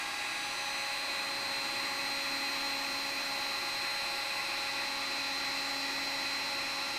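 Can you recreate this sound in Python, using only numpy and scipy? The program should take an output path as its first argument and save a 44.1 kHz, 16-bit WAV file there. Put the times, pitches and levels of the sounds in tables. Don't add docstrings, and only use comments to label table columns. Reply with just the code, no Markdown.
import sys
import numpy as np
from scipy import signal
from scipy.io import wavfile
from scipy.ndimage import uniform_filter1d

SR = 44100
rng = np.random.default_rng(int(sys.argv[2]) if len(sys.argv) > 2 else 0)


def output_pcm(signal):
    pcm = np.clip(np.atleast_2d(signal).T, -1, 1) * 32767
    wavfile.write(sys.argv[1], SR, np.round(pcm).astype(np.int16))


N = 307818
TIME = np.arange(N) / SR

# t/s, nozzle place (negative left, positive right)
NOZZLE_PATH = [(0, 0.27), (.3, -0.29), (.85, -0.49), (1.4, 0.17), (2.3, .95), (3.2, 0.29), (4.2, -1.16),
               (5, 0.25), (5.8, 0.84), (6.98, -.05)]


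def gain_of(db):
    return 10 ** (np.asarray(db) / 20)


def unit_rms(x):
    return x / np.sqrt(np.mean(x ** 2) + 1e-20)


def level_at(spectrum, hz):
    f, db = np.transpose(spectrum)
    return np.interp(np.log(hz + 1), np.log(f + 1), db)


def follow(curve, t):
    return np.interp(t, *np.transpose(curve))


def wander(t, rate_hz):
    f = np.geomspace(rate_hz / 10, rate_hz, 10)[:, None]
    phase, detune = rng.random((2, len(f), 1))
    sines = np.sin(2 * np.pi * (f * (1 + detune / 2) * t + phase))
    return unit_rms((sines / np.sqrt(f)).sum(0))


def shaft_speed(t, start_lack_hz=3.9, settle_s=0.44):
    # t/s, f/Hz
    running_speed = [(0, 275.9), (3.2, 275.96), (3.9, 275.56), (4.7, 275.28), (5.7, 274.68), (6.7, 275.1)]
    return follow(running_speed, t) - start_lack_hz * np.exp(-t / settle_s)


def mains_hum():
    # f/Hz, level/dB
    partials = [(60, -75), (120, -69)]
    return sum(gain_of(db) * unit_rms(np.sin(2 * np.pi * (hz * TIME + rng.random())))
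               for hz, db in partials)


def air_rush(level_db=-37.5, roar_hz=240, roar_width_hz=170, miss_db=-0.55, strike_db=2.5,
             splice_place=0.53, splice_half_width=0.47, hiss_hz=7600, hiss_width_hz=500, hiss_db=2.0):
    # f/Hz, relative level/dB
    rush = [(20, -16), (42, -25.5), (200, -18.5), (450, -20), (900, -21), (1260, -18.5), (1500, -10),
            (3000, -18.5), (5000, -21), (7000, -23), (9000, -27.5), (10000, -29.5), (12500, -33.5),
            (15100, -42)]
    # f/Hz, half-power width/Hz, relative level/dB
    resonances = [(249, 78, -17), (348, 40, -8.5), (602, 106, -12), (628, 19, -13), (699, 26, -8),
                  (787, 27, -8), (836, 13.5, -1), (880, 81, -4.5), (1041, 14, -1), (1103, 75, -4.5),
                  (1178, 53, -7.5), (1219, 25, -6.5), (1373, 78, -9.5), (1850, 81, -6.5), (1998, 62, 0.3),
                  (2240, 420, -8), (2517, 180, -1.4), (2693, 103, -5.5), (3110, 115, -12),
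                  (3422, 100, -9.5), (3913, 200, -5.5), (4062, 114, -8), (4246, 59, -11),
                  (4600, 270, -13.5), (6120, 840, -22.5), (7520, 130, -18), (8020, 650, -24.5),
                  (9000, 325, -25)]
    size, hop = 4096, 1024
    hz = np.fft.rfftfreq(size, 1 / SR)
    t = np.arange(N // hop + 2)[:, None] * hop / SR
    real, imag, eddies = rng.standard_normal((3, len(t), len(hz)))
    peaks = [gain_of(db) / (1 + (np.sqrt(2) - 1) * (2 * (hz - f) / width) ** 2)
             for f, width, db in resonances]
    power = gain_of(level_at(rush, hz)) ** 2 + np.square(peaks).sum(0)
    place, speed = follow(NOZZLE_PATH, t), shaft_speed(t)
    body = 0.22 * (speed - speed.mean()) / (1 + (hz / 4500) ** 4)
    on_splice = np.exp(-((place - splice_place) / splice_half_width) ** 2)
    roar = (miss_db + strike_db * on_splice) * np.exp(-((hz - roar_hz) / roar_width_hz) ** 2)
    hiss = hiss_db * place * np.exp(-((hz - hiss_hz) / hiss_width_hz) ** 2)
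    eddies = uniform_filter1d(eddies, size=6, axis=0)
    eddies = uniform_filter1d(eddies, size=30, axis=1)
    motion_db = body + roar + hiss + 0.62 * unit_rms(eddies)
    spectrum = (real + 1j * imag) * np.sqrt(power) * gain_of(motion_db)
    _, noise = signal.istft(spectrum.T, nperseg=size, noverlap=size - hop)
    return gain_of(level_db) * unit_rms(noise[:N])


def fan_tones(trim_db=-0.06, jitter=0.00019, warm_s=2.5, flow_s=0.69,
              drone_order=2, whine_order=15, top_order=55):
    # shaft order, level/dB, change with the nozzle at right/dB, change cold to hot/dB
    strong_tones = [(1, -57.5, 7.0, 5.6), (2, -51, 0, -10.5), (3, -49.5, -1, -1.5), (5, -54.1, 0, 3),
                    (6, -57, -1.3, -11.5), (7, -57, 4, 11), (8, -53.5, 1.2, 2), (9, -56.5, -3, 4),
                    (10, -59.5, -4.0, 7.0), (11, -58, -1, 1), (12, -64.5, 6, -5.9), (13, -66, -3.7, -2),
                    (14, -54, -1.0, -3), (15, -40.5, 1, -6), (16, -60, -3, -1), (17, -51.5, 1.5, 1.4),
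                    (18, -61, -1.1, -5), (19, -59, -1.1, 20), (20, -56.5, 1, 8), (21, -66.5, 3.0, 7.5),
                    (22, -62, 3, -6.5), (23, -63.5, 1, 6.0), (25, -67, 2.1, -6.0), (29, -65.5, -6.9, -6.0),
                    (30, -69, -2, -15), (32, -69.5, -3, -3), (33, -74, -2, -8), (35, -65, -2.9, -4),
                    (36, -69.8, -2, -6), (37, -75, -1, 24.3), (42, -73.5, -3, 6.1), (45, -74.5, -2, -3),
                    (48, -72, -3, -3), (49, -70.5, 0, 7), (51, -77.5, 1, -5), (53, -81, 1, 8)]
    # f/Hz, level/dB
    weak_tones = [(1100, -65), (6700, -67), (7200, -77), (8600, -75), (10000, -76), (10600, -78),
                  (11600, -74.5), (12000, -81), (13100, -74), (14300, -74), (15200, -83)]
    # peak t/s, half-power length/s, shaft order, peak level/dB
    whistles = [(.12, .2, 19, -58), (.38, 0.3, 35, -60.5), (.62, 0.34, 22, -52.5), (2.2, 1.3, 30, -62.5),
                (2.3, 3.2, 33, -63), (2.4, 1.6, 45, -67), (2.4, 1.7, 53, -69), (2.9, 2.2, 49, -63.5),
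                (4.4, .8, 52, -72), (4.8, .9, 13, -58), (5.6, 1.1, 17, -52), (5.9, 1.1, 51, -64)]
    t = np.linspace(0, N / SR, N // 128)
    speed = shaft_speed(t) * (1 + jitter * wander(t, rate_hz=14))
    angle = 2 * np.pi * np.cumsum(np.interp(TIME, t, speed)) / SR
    place = follow(NOZZLE_PATH, t)
    heat = 1 - np.exp(-t / warm_s)
    level_db = {order: level_at(weak_tones, order * speed.mean()) + 3.0 * wander(t, rate_hz=1.15)
                for order in range(1, top_order + 1)}
    for order, db, side_db, hot_db in strong_tones:
        drift_db = (0.7 if order == whine_order else 0.65) * wander(t, rate_hz=1.516)
        level_db[order] = trim_db + db + side_db * place + hot_db * (heat - heat.mean()) + drift_db
    flow_lack = np.exp(-t / flow_s)
    level_db[drone_order] -= 29 * flow_lack
    level_db[whine_order] -= 20 * flow_lack
    gains = {order: gain_of(db) for order, db in level_db.items()}
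    for peak_s, length_s, order, db in whistles:
        swell = np.sqrt(0.5 ** ((2 * (t - peak_s) / length_s) ** 2))
        gains[order] = np.hypot(gains[order], gain_of(db) * swell)
    tones = np.zeros(N)
    for order, gain in gains.items():
        flutter = (0.055 if order == whine_order else 0.045) * wander(t, rate_hz=25)
        envelope = np.interp(TIME, t, gain * (1 + flutter))
        tones += envelope * np.sin(order * angle + 2 * np.pi * rng.random())
    return np.sqrt(2) * tones


def scene():
    gun = fan_tones() + air_rush() + mains_hum()
    return np.array([gun, gun])


def record(dry):
    lowpass = signal.firwin(511, cutoff=15250, window=("kaiser", 9), fs=SR)
    return signal.oaconvolve(dry, lowpass[None], "same")


dry = scene()
out = record(dry)
output_pcm(out)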